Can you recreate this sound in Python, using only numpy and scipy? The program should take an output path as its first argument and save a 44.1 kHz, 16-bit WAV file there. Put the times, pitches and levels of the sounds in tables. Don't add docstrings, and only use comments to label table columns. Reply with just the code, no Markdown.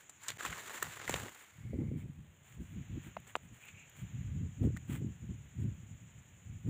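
import sys
import numpy as np
from scipy import signal
from scipy.fft import rfft, irfft
from scipy.io import wavfile
from scipy.ndimage import uniform_filter1d

SR = 44100
rng = np.random.default_rng(int(sys.argv[2]) if len(sys.argv) > 2 else 0)


def transcribe(signal):
    frames = np.atleast_2d(signal).T
    limited = np.clip(frames, -1, 1)
    pcm = np.round(limited * 32767).astype(np.int16)
    wavfile.write(sys.argv[1], SR, pcm)


N = 295029
TIME = np.arange(N) / SR

# (frequency [Hz], gain [dB])
LEAF_SPECTRUM = [(100, -31), (200, -11), (400, -5), (700, -7.5), (1200, -6), (1850, -3.5), (2500, -10),
                 (3700, -12.5), (5200, -21.5), (6300, -15), (7250, -2.5), (8700, -17), (12000, -24.5),
                 (15200, -15)]
# (time [s], hold [s], relative level [dB], body offset [dB], scratch offset [dB])
LEAF_STROKES = [(0.0, 0.011, -66, -14, -2), (0.23, 0.042, -62, -27, -7), (0.28, 0.015, -56.5, -16, -2.5),
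                (0.406, 0.078, -50, -7.5, -8), (0.507, 0.048, -51.5, -9, -8), (0.58, .13, -53.5, -6, -6.5),
                (0.743, 0.037, -48, -5.5, -5.5), (0.827, 0.14, -53.5, -7.5, -5.5),
                (1.002, 0.046, -53, -4.5, -13), (1.097, 0.018, -49.5, -4, -6), (1.142, 0.048, -47, -3, -6),
                (1.229, .04, -56, 4, -6), (1.293, 0.13, -66.5, -12, -2.5)]
# (time [s], relative peak [dB], ring frequency [Hz], ring over burst [dB], decay [s])
LEAF_SNAPS = [(0.095, -37.5, 8000, 3, 0.0037), (0.234, -41.5, 6860, 8, .0024),
              (0.283, -24, 6740, 17, 0.0018), (0.286, -28.5, 3830, 7, 0.012), (0.303, -26, 3500, -4, 0.001),
              (0.318, -34.5, 1920, -4, 0.0036), (0.371, -42, 1984, -6, 0.0043),
              (0.407, -28.5, 1410, 8, 0.0022), (0.450, -25.5, 1160, -1, 0.0085),
              (0.4594, -30, 2570, -4, 0.0062), (0.526, -31.5, 1900, 23, 0.006),
              (0.825, -21.5, 1390, 3, 0.0034), (0.8275, -19.5, 15200, 16, 0.0012),
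              (1.0772, -26, 1910, 1, 0.0039), (1.0947, -21, 695, -5, 0.0031),
              (1.1085, -31, 7400, 1, 0.0013), (1.1403, -21, 3380, 5, 0.0021),
              (1.283, -32.5, 1470, -3, 0.0009)]
# (time [s], relative peak [dB], ring frequency [Hz], ring over burst [dB], decay [s])
CASE_TICKS = [(3.1687, -41, 2540, 16, .0018), (3.201, -49, 13000, 10, 0.0022),
              (3.274, -47.5, 9000, -3, 0.0055), (3.3535, -30, 3000, 18, 0.0023),
              (3.3615, -39.5, 7440, -23, 0.0022), (3.653, -50, 14000, 8, .002), (3.683, -44, 2490, 9, .007),
              (3.896, -48, 13500, 8, 0.0019), (4.765, -39.5, 1340, 5, 0.0025),
              (4.7697, -36, 1920, -1.5, 0.0026)]
# (time [s], peak [dB], frequency [Hz], decay [s])
CASE_KNOCKS = [(1.096, -29, 320, 0.00056), (1.1414, -27.5, 530, 0.00067), (1.145, -49, 127, 0.0058),
               (3.167, -30.5, 1090, 0.0004), (3.1685, -33, 696, 0.0012), (3.3543, -18, 1080, 0.00026),
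               (3.3584, -35, 950, 0.00034), (3.366, -34, 587, 0.0005)]
# (frequency [Hz], gain [dB])
SKIN_SPECTRUM = [(300, -5.5), (700, -3.5), (1300, -2), (2000, 1.5), (3300, -3), (4900, -23.5), (6200, -18),
                 (7300, -2), (8800, -10.5), (10000, -12), (11800, -23), (15200, -5.5)]
# (time [s], hold [s], relative level [dB])
HISS_SWELLS = [(1.414, 0.011, -75), (1.98, 0.034, -81), (2.456, 0.091, -81), (2.61, .12, -85),
               (3.037, .04, -77.5), (3.275, 0.031, -76), (3.432, .03, -83.5), (3.543, 0.027, -80),
               (3.614, 0.073, -79), (3.965, 0.052, -77), (4.636, 0.014, -77), (4.906, 0.054, -68),
               (5.596, 0.042, -84), (6.675, .02, -83)]
# (time [s], hold [s], relative level [dB], small-eddy offset [dB])
WIND_GUSTS = [(0.305, 0.055, -57, -23), (0.496, 0.012, -47.5, -21), (0.85, 0.036, -52, -25),
              (1.1, 0.0073, -44.5, -16), (1.144, .012, -43, -22), (1.208, 0.03, -47.5, -3),
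              (1.584, .025, -51.5, -14), (1.653, 0.014, -41, -14), (1.716, 0.25, -38.5, -3.5),
              (2.027, 0.063, -42, -9.5), (2.599, 0.0093, -40.5, -5.5), (2.715, 0.029, -47.5, -2),
              (2.77, 0.038, -42, -8), (2.912, 0.06, -40.5, -6), (3.067, 0.0036, -49, 5.5),
              (3.174, 0.007, -50.5, 1.5), (3.435, 0.016, -53.5, -28), (3.513, 0.012, -52, -10),
              (3.737, .01, -56, -22), (4.019, 0.022, -40.5, -34), (4.144, .19, -39.5, -22),
              (4.364, 0.1, -36.5, -12.5), (4.623, 0.053, -29, -8.5), (4.696, 0.049, -38, -14),
              (4.903, .075, -38, -7.5), (5.014, 0.073, -38.5, -7), (5.228, 0.013, -44, -6.5),
              (5.292, 0.019, -38.5, -11), (5.41, 0.0085, -48, -19), (5.589, 0.11, -35, -10.5),
              (5.92, 0.0081, -44.5, -17), (6.04, 0.011, -55, -18), (6.167, 0.012, -50, -19),
              (6.475, 0.095, -45.5, -31), (6.672, .03, -31.5, -5)]
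# (time [s], relative peak [dB], frequency [Hz])
HARD_EDDIES = [(1.734, -34, 440), (1.790, -30, 287), (1.916, -34.5, 368), (2.607, -36, 246),
               (2.978, -33, 251), (4.640, -35, 515), (4.652, -25, 308), (4.673, -24.5, 300),
               (4.898, -28.5, 219), (5.048, -29.5, 250), (5.296, -29, 143)]
# (time [s], relative level [dB])
BREEZE_LEVELS = [(0, -81), (.3, -69), (1.05, -66), (1.44, -78.5), (1.65, -57), (2.9, -59), (3.65, -69),
                 (4.3, -50.5), (5.8, -56), (6.69, -61)]
# (frequency [Hz], gain [dB])
LARGE_EDDY_SPECTRUM = [(20, -35.5), (40, -15.5), (65, -1.5), (110, 3.5), (160, -1), (250, -14.5),
                       (400, -34.5), (700, -60.5), (1500, -81)]
SMALL_EDDY_SPECTRUM = [(80, -24.5), (180, 8), (270, 4), (450, -13.5), (700, -30), (1200, -38),
                       (4000, -66.5)]
# (frequency [Hz], gain [dB])
FIELD_SPECTRUM = [(300, -4.5), (500, -9.5), (750, -7), (1200, -4.5), (1700, 0), (2400, 0.5), (3200, -2.5),
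                  (4000, -12), (4900, -33.5), (5600, -21), (7000, 3), (8800, -46), (11800, -24),
                  (15300, -18.5)]
# (time [s], insect level [dB], hiss level [dB])
FIELD_LEVELS = [(0, -67.5, -68), (1.4, -70, -66), (1.8, -86.5, -74.5), (2.25, -89, -73.5),
                (2.5, -71.5, -69.5), (3.05, -77, -62.5), (3.45, -74.5, -69.5), (3.7, -67, -64.5),
                (4.1, -72.5, -63.5), (4.5, -70, -67.5), (6.69, -72, -69)]
# (time [s], level [dB], centre frequency [Hz])
FAR_RASP = [(3.58, -85, 2450), (3.62, -61.5, 2483), (3.69, -61.5, 2503), (3.73, -70, 2356),
            (3.78, -60, 2500), (3.82, -58, 2505), (3.88, -72, 2570)]
# (time [s], level [dB], centre frequency [Hz])
FAR_WHINE = [(1.4, -73, 2205), (1.6, -74, 2185), (1.8, -69.5, 2137), (1.97, -72.5, 2200), (2.03, -71, 2200)]


def leaves(attack_s=0.024, release_s=0.026, settle_db=-14.5, settle_s=0.26):
    s, hold, db, body_db, scratch_db = np.transpose(LEAF_STROKES)
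    drag = lambda level: swells(s, hold, level, attack_s, release_s)
    settle = swells(s, hold, db + settle_db, attack_s, settle_s)
    grip = undb(2 * walk(200) + 0.38 * walk(45.3))
    slips = colour(friction(rate=4000, spread_db=2.8) * grip, LEAF_SPECTRUM)
    body = unit(band(slips, 130, 650)) * undb(-2) * drag(db + body_db)
    middle = band(slips, 990, 6700, order=4) / np.std(band(slips, 1460, 3000)) * undb(-1)
    edge_drag = np.hypot(drag(db + scratch_db), undb(-4) * settle)
    scratch = unit(band(slips, 8330, 16100, order=4)) * edge_drag
    folds = crinkles(hz=1800, log_spread=0.88, cycles=2.6, spread_db=3, count=1100)
    folds = unit(band(folds, 650, 4000) * grip) * undb(-6)
    crackle = crinkles(hz=3570, log_spread=1.06, cycles=0.75, spread_db=-0.5, count=160)
    crackle = unit(colour(crackle, LEAF_SPECTRUM)) * undb(-7)
    return body + scratch + (middle + folds + crackle) * np.hypot(drag(db), settle)


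def friction(rate, spread_db):
    slips = (rng.random(N) < rate / SR) * noise()
    sizes = undb(spread_db * np.minimum(rng.exponential(size=N), 4))
    return steady(unit(slips * sizes) + noise(), 0.034)


def crinkles(hz, log_spread, cycles, spread_db, count, size=256):
    out, t = np.zeros(N), np.arange(size) / SR
    for when, pitch, strength in rng.random((count, 3)):
        fold_hz = hz * np.exp(log_spread * (2 * pitch - 1))
        ring = np.sin(2 * np.pi * fold_hz * t) * np.exp(-t * fold_hz / cycles)
        add(out, when * N / SR, ring * undb(spread_db * min(-np.log(1 - strength), 3)))
    return unit(out)


def snaps(table, ring_q, gain_db, size=2048):
    out, t = np.zeros(N), np.arange(size) / SR
    for s, db, hz, ring_db, decay in table:
        envelope = (1 - np.exp(-t / 0.00021)) * np.exp(-(t / decay) ** 0.85)
        burst = colour(rng.standard_normal(size) * envelope, LEAF_SPECTRUM)
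        crack = unit(burst) + undb(ring_db) * unit(resonance(burst, hz, ring_q))
        add(out, s, crack / np.abs(crack).max() * undb(db + gain_db))
    return out


def knocks(tick_db=-22, size=2048):
    out, t = np.zeros(N), np.arange(size) / SR
    for s, db, hz, decay in CASE_KNOCKS:
        swing = np.sin(2 * np.pi * hz * t) * t * np.exp(-t / decay)
        swing = band(swing, 0.33 * hz, 7400)
        tick = colour(rng.standard_normal(size) * np.exp(-t / 0.00081), LEAF_SPECTRUM)
        add(out, s, undb(db) * (swing / np.abs(swing).max() + undb(tick_db) * tick / np.abs(tick).max()))
    return out


def fingers(gain_db=-2, ticks_db=-9, ticks_per_s=90, grip_db=-89.5):
    envelope = swells(*np.transpose(HISS_SWELLS), attack_s=0.016, release_s=0.02)
    envelope = np.hypot(envelope, undb(grip_db))
    hiss = colour(friction(rate=1200, spread_db=2.3), SKIN_SPECTRUM)
    hiss /= np.std(band(hiss, 10270, 12870))
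    catches = (rng.random(N) < ticks_per_s / SR) * noise()
    ticks = unit(band(catches, 7000, 16000))
    return (hiss + undb(ticks_db) * ticks) * undb(gain_db) * envelope


def wind(gain_db=-1, small_growth=0.43):
    s, hold, db, small_offset = np.transpose(WIND_GUSTS)
    breeze = undb(curves(BREEZE_LEVELS)[0] + 4 * walk(18))
    large_drive = np.hypot(swells(s, hold, db, attack_s=0.019, release_s=0.03), breeze)
    small_db = db + small_offset + 2 + small_growth * (db - db.max())
    small_drive = np.hypot(swells(s, hold, small_db, attack_s=0.011, release_s=0.017), undb(-22) * breeze)
    lumps = undb(3.5 * walk(45))
    large = steady(colour(noise(), LARGE_EDDY_SPECTRUM, size=4096) * lumps, 0.0385)
    small = steady(colour(noise(), SMALL_EDDY_SPECTRUM), 0.054) * lumps
    hiss = undb(-52) * unit(colour(noise(), LEAF_SPECTRUM))
    rumble = (large + hiss) * large_drive
    flutter = (small + undb(-7) * stray_eddies()) * small_drive
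    return (rumble + flutter + buffets(HARD_EDDIES)) * undb(gain_db)


def buffets(table, cycles=0.66, size=2048):
    out, t = np.zeros(N), (np.arange(size) - size / 2) / SR
    for (s, db, hz), phase in zip(table, rng.random(len(table))):
        envelope = undb(db) * np.exp(-(t * hz / cycles) ** 2)
        add(out, max(s + t[0], 0), envelope * np.cos(2 * np.pi * (hz * t + phase)))
    return out


def stray_eddies(low_hz=130, high_hz=380, range_db=8, count=110):
    when, weakness, pitch = rng.random((count, 3)).T
    hz = low_hz * (high_hz / low_hz) ** pitch
    return unit(buffets(np.column_stack([when * N / SR, -range_db * weakness, hz])))


def fields(shrill_hz=7030, shrill_q=8, chirp_hz=10.45, gap_at_s=3.458):
    insect_db, hiss_db = curves(FIELD_LEVELS)
    gaps = (0.58 + 0.1 * walk(2)) * np.cos(np.pi * chirp_hz * (TIME - gap_at_s)) ** 4
    chirps = (1 - gaps) * undb(1.2 * walk(120))
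    shrill = resonance(resonance(noise(), shrill_hz, shrill_q), shrill_hz, shrill_q)
    hiss = unit(colour(noise(), FIELD_SPECTRUM)) * undb(0.5 * walk(12))
    air = unit(band(noise(), 90, 700))
    return unit(shrill * chirps) * undb(insect_db) + hiss * undb(hiss_db) + air * undb(-75)


def far_tone(table, width_hz, flutter_db):
    db, hz = curves(table)
    lowpass = signal.butter(2, width_hz / 2, fs=SR, output="sos")
    baseband = signal.sosfilt(lowpass, noise() + 1j * noise())
    tone = np.real(baseband * np.exp(2j * np.pi * np.cumsum(hz) / SR))
    return steady(tone, 0.032) * undb(db + flutter_db * walk(70)) * during(table)


def swells(starts, holds, db, attack_s, release_s):
    t, power = TIME[::32], 0
    for s, hold, gain in zip(starts, holds, undb(db)):
        rise = np.maximum(s - t, 0) / attack_s
        fall = np.maximum(t - s - hold, 0) / release_s
        power = power + (gain * np.exp(-rise - fall)) ** 2
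    return np.interp(TIME, t, np.sqrt(power))


def undb(db):
    return 10 ** (np.asarray(db) / 20)


def unit(x):
    return x / np.sqrt(np.mean(x ** 2))


def curves(table):
    s, *columns = np.transpose(table)
    return [np.interp(TIME, s, c) for c in columns]


def during(table, fade_s=0.014):
    return np.clip(1 + np.minimum(TIME - table[0][0], table[-1][0] - TIME) / fade_s, 0, 1)


def noise():
    return rng.standard_normal(N)


def band(x, lo_hz, hi_hz, order=2):
    return signal.sosfilt(signal.butter(order, [lo_hz, hi_hz], "band", fs=SR, output="sos"), x)


def resonance(x, hz, q):
    return signal.lfilter(*signal.iirpeak(hz, q, fs=SR), x)


def colour(x, points, size=1024):
    hz, db = np.transpose(points)
    f = np.maximum(np.fft.rfftfreq(size, 1 / SR), 1)
    cepstrum = irfft(np.log(undb(np.interp(np.log(f), np.log(hz), db))))
    cepstrum[1:size // 2] *= 2
    cepstrum[size // 2 + 1:] = 0
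    return signal.fftconvolve(x, irfft(np.exp(rfft(cepstrum))))[:len(x)]


def walk(rate):
    step = max(int(SR / rate), 1)
    held = np.repeat(rng.standard_normal(N // step + 1), step)
    return unit(uniform_filter1d(held, step)[:N])


def steady(x, seconds):
    return x / np.sqrt(uniform_filter1d(x ** 2, int(seconds * SR)) + 1e-12)


def add(out, s, sound):
    i = int(s * SR)
    out[i:i + len(sound)] += sound[:N - i]


def scene(dip_start_s=0.374, dip_end_s=0.382, dip_db=-40):
    tree = leaves() + snaps(LEAF_SNAPS, ring_q=1.9, gain_db=-1)
    hand = snaps(CASE_TICKS, ring_q=4.3, gain_db=-0.5) + knocks() + fingers()
    rasp = far_tone(FAR_RASP, width_hz=520, flutter_db=1.5)
    whine = far_tone(FAR_WHINE, width_hz=260, flutter_db=2)
    mix = tree + hand + wind() + fields() + rasp + whine
    dip = uniform_filter1d(1. * ((TIME > dip_start_s) & (TIME < dip_end_s)), size=64)
    return np.tile(mix * undb(dip_db * dip), (2, 1))


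def record(dry, low_cut_hz=32.3, top_hz=15450):
    thinned = signal.sosfilt(signal.butter(2, low_cut_hz, "high", fs=SR, output="sos"), dry)
    return signal.sosfilt(signal.ellip(10, 0.2, 70, top_hz, fs=SR, output="sos"), thinned)


dry = scene()
out = record(dry)
transcribe(out)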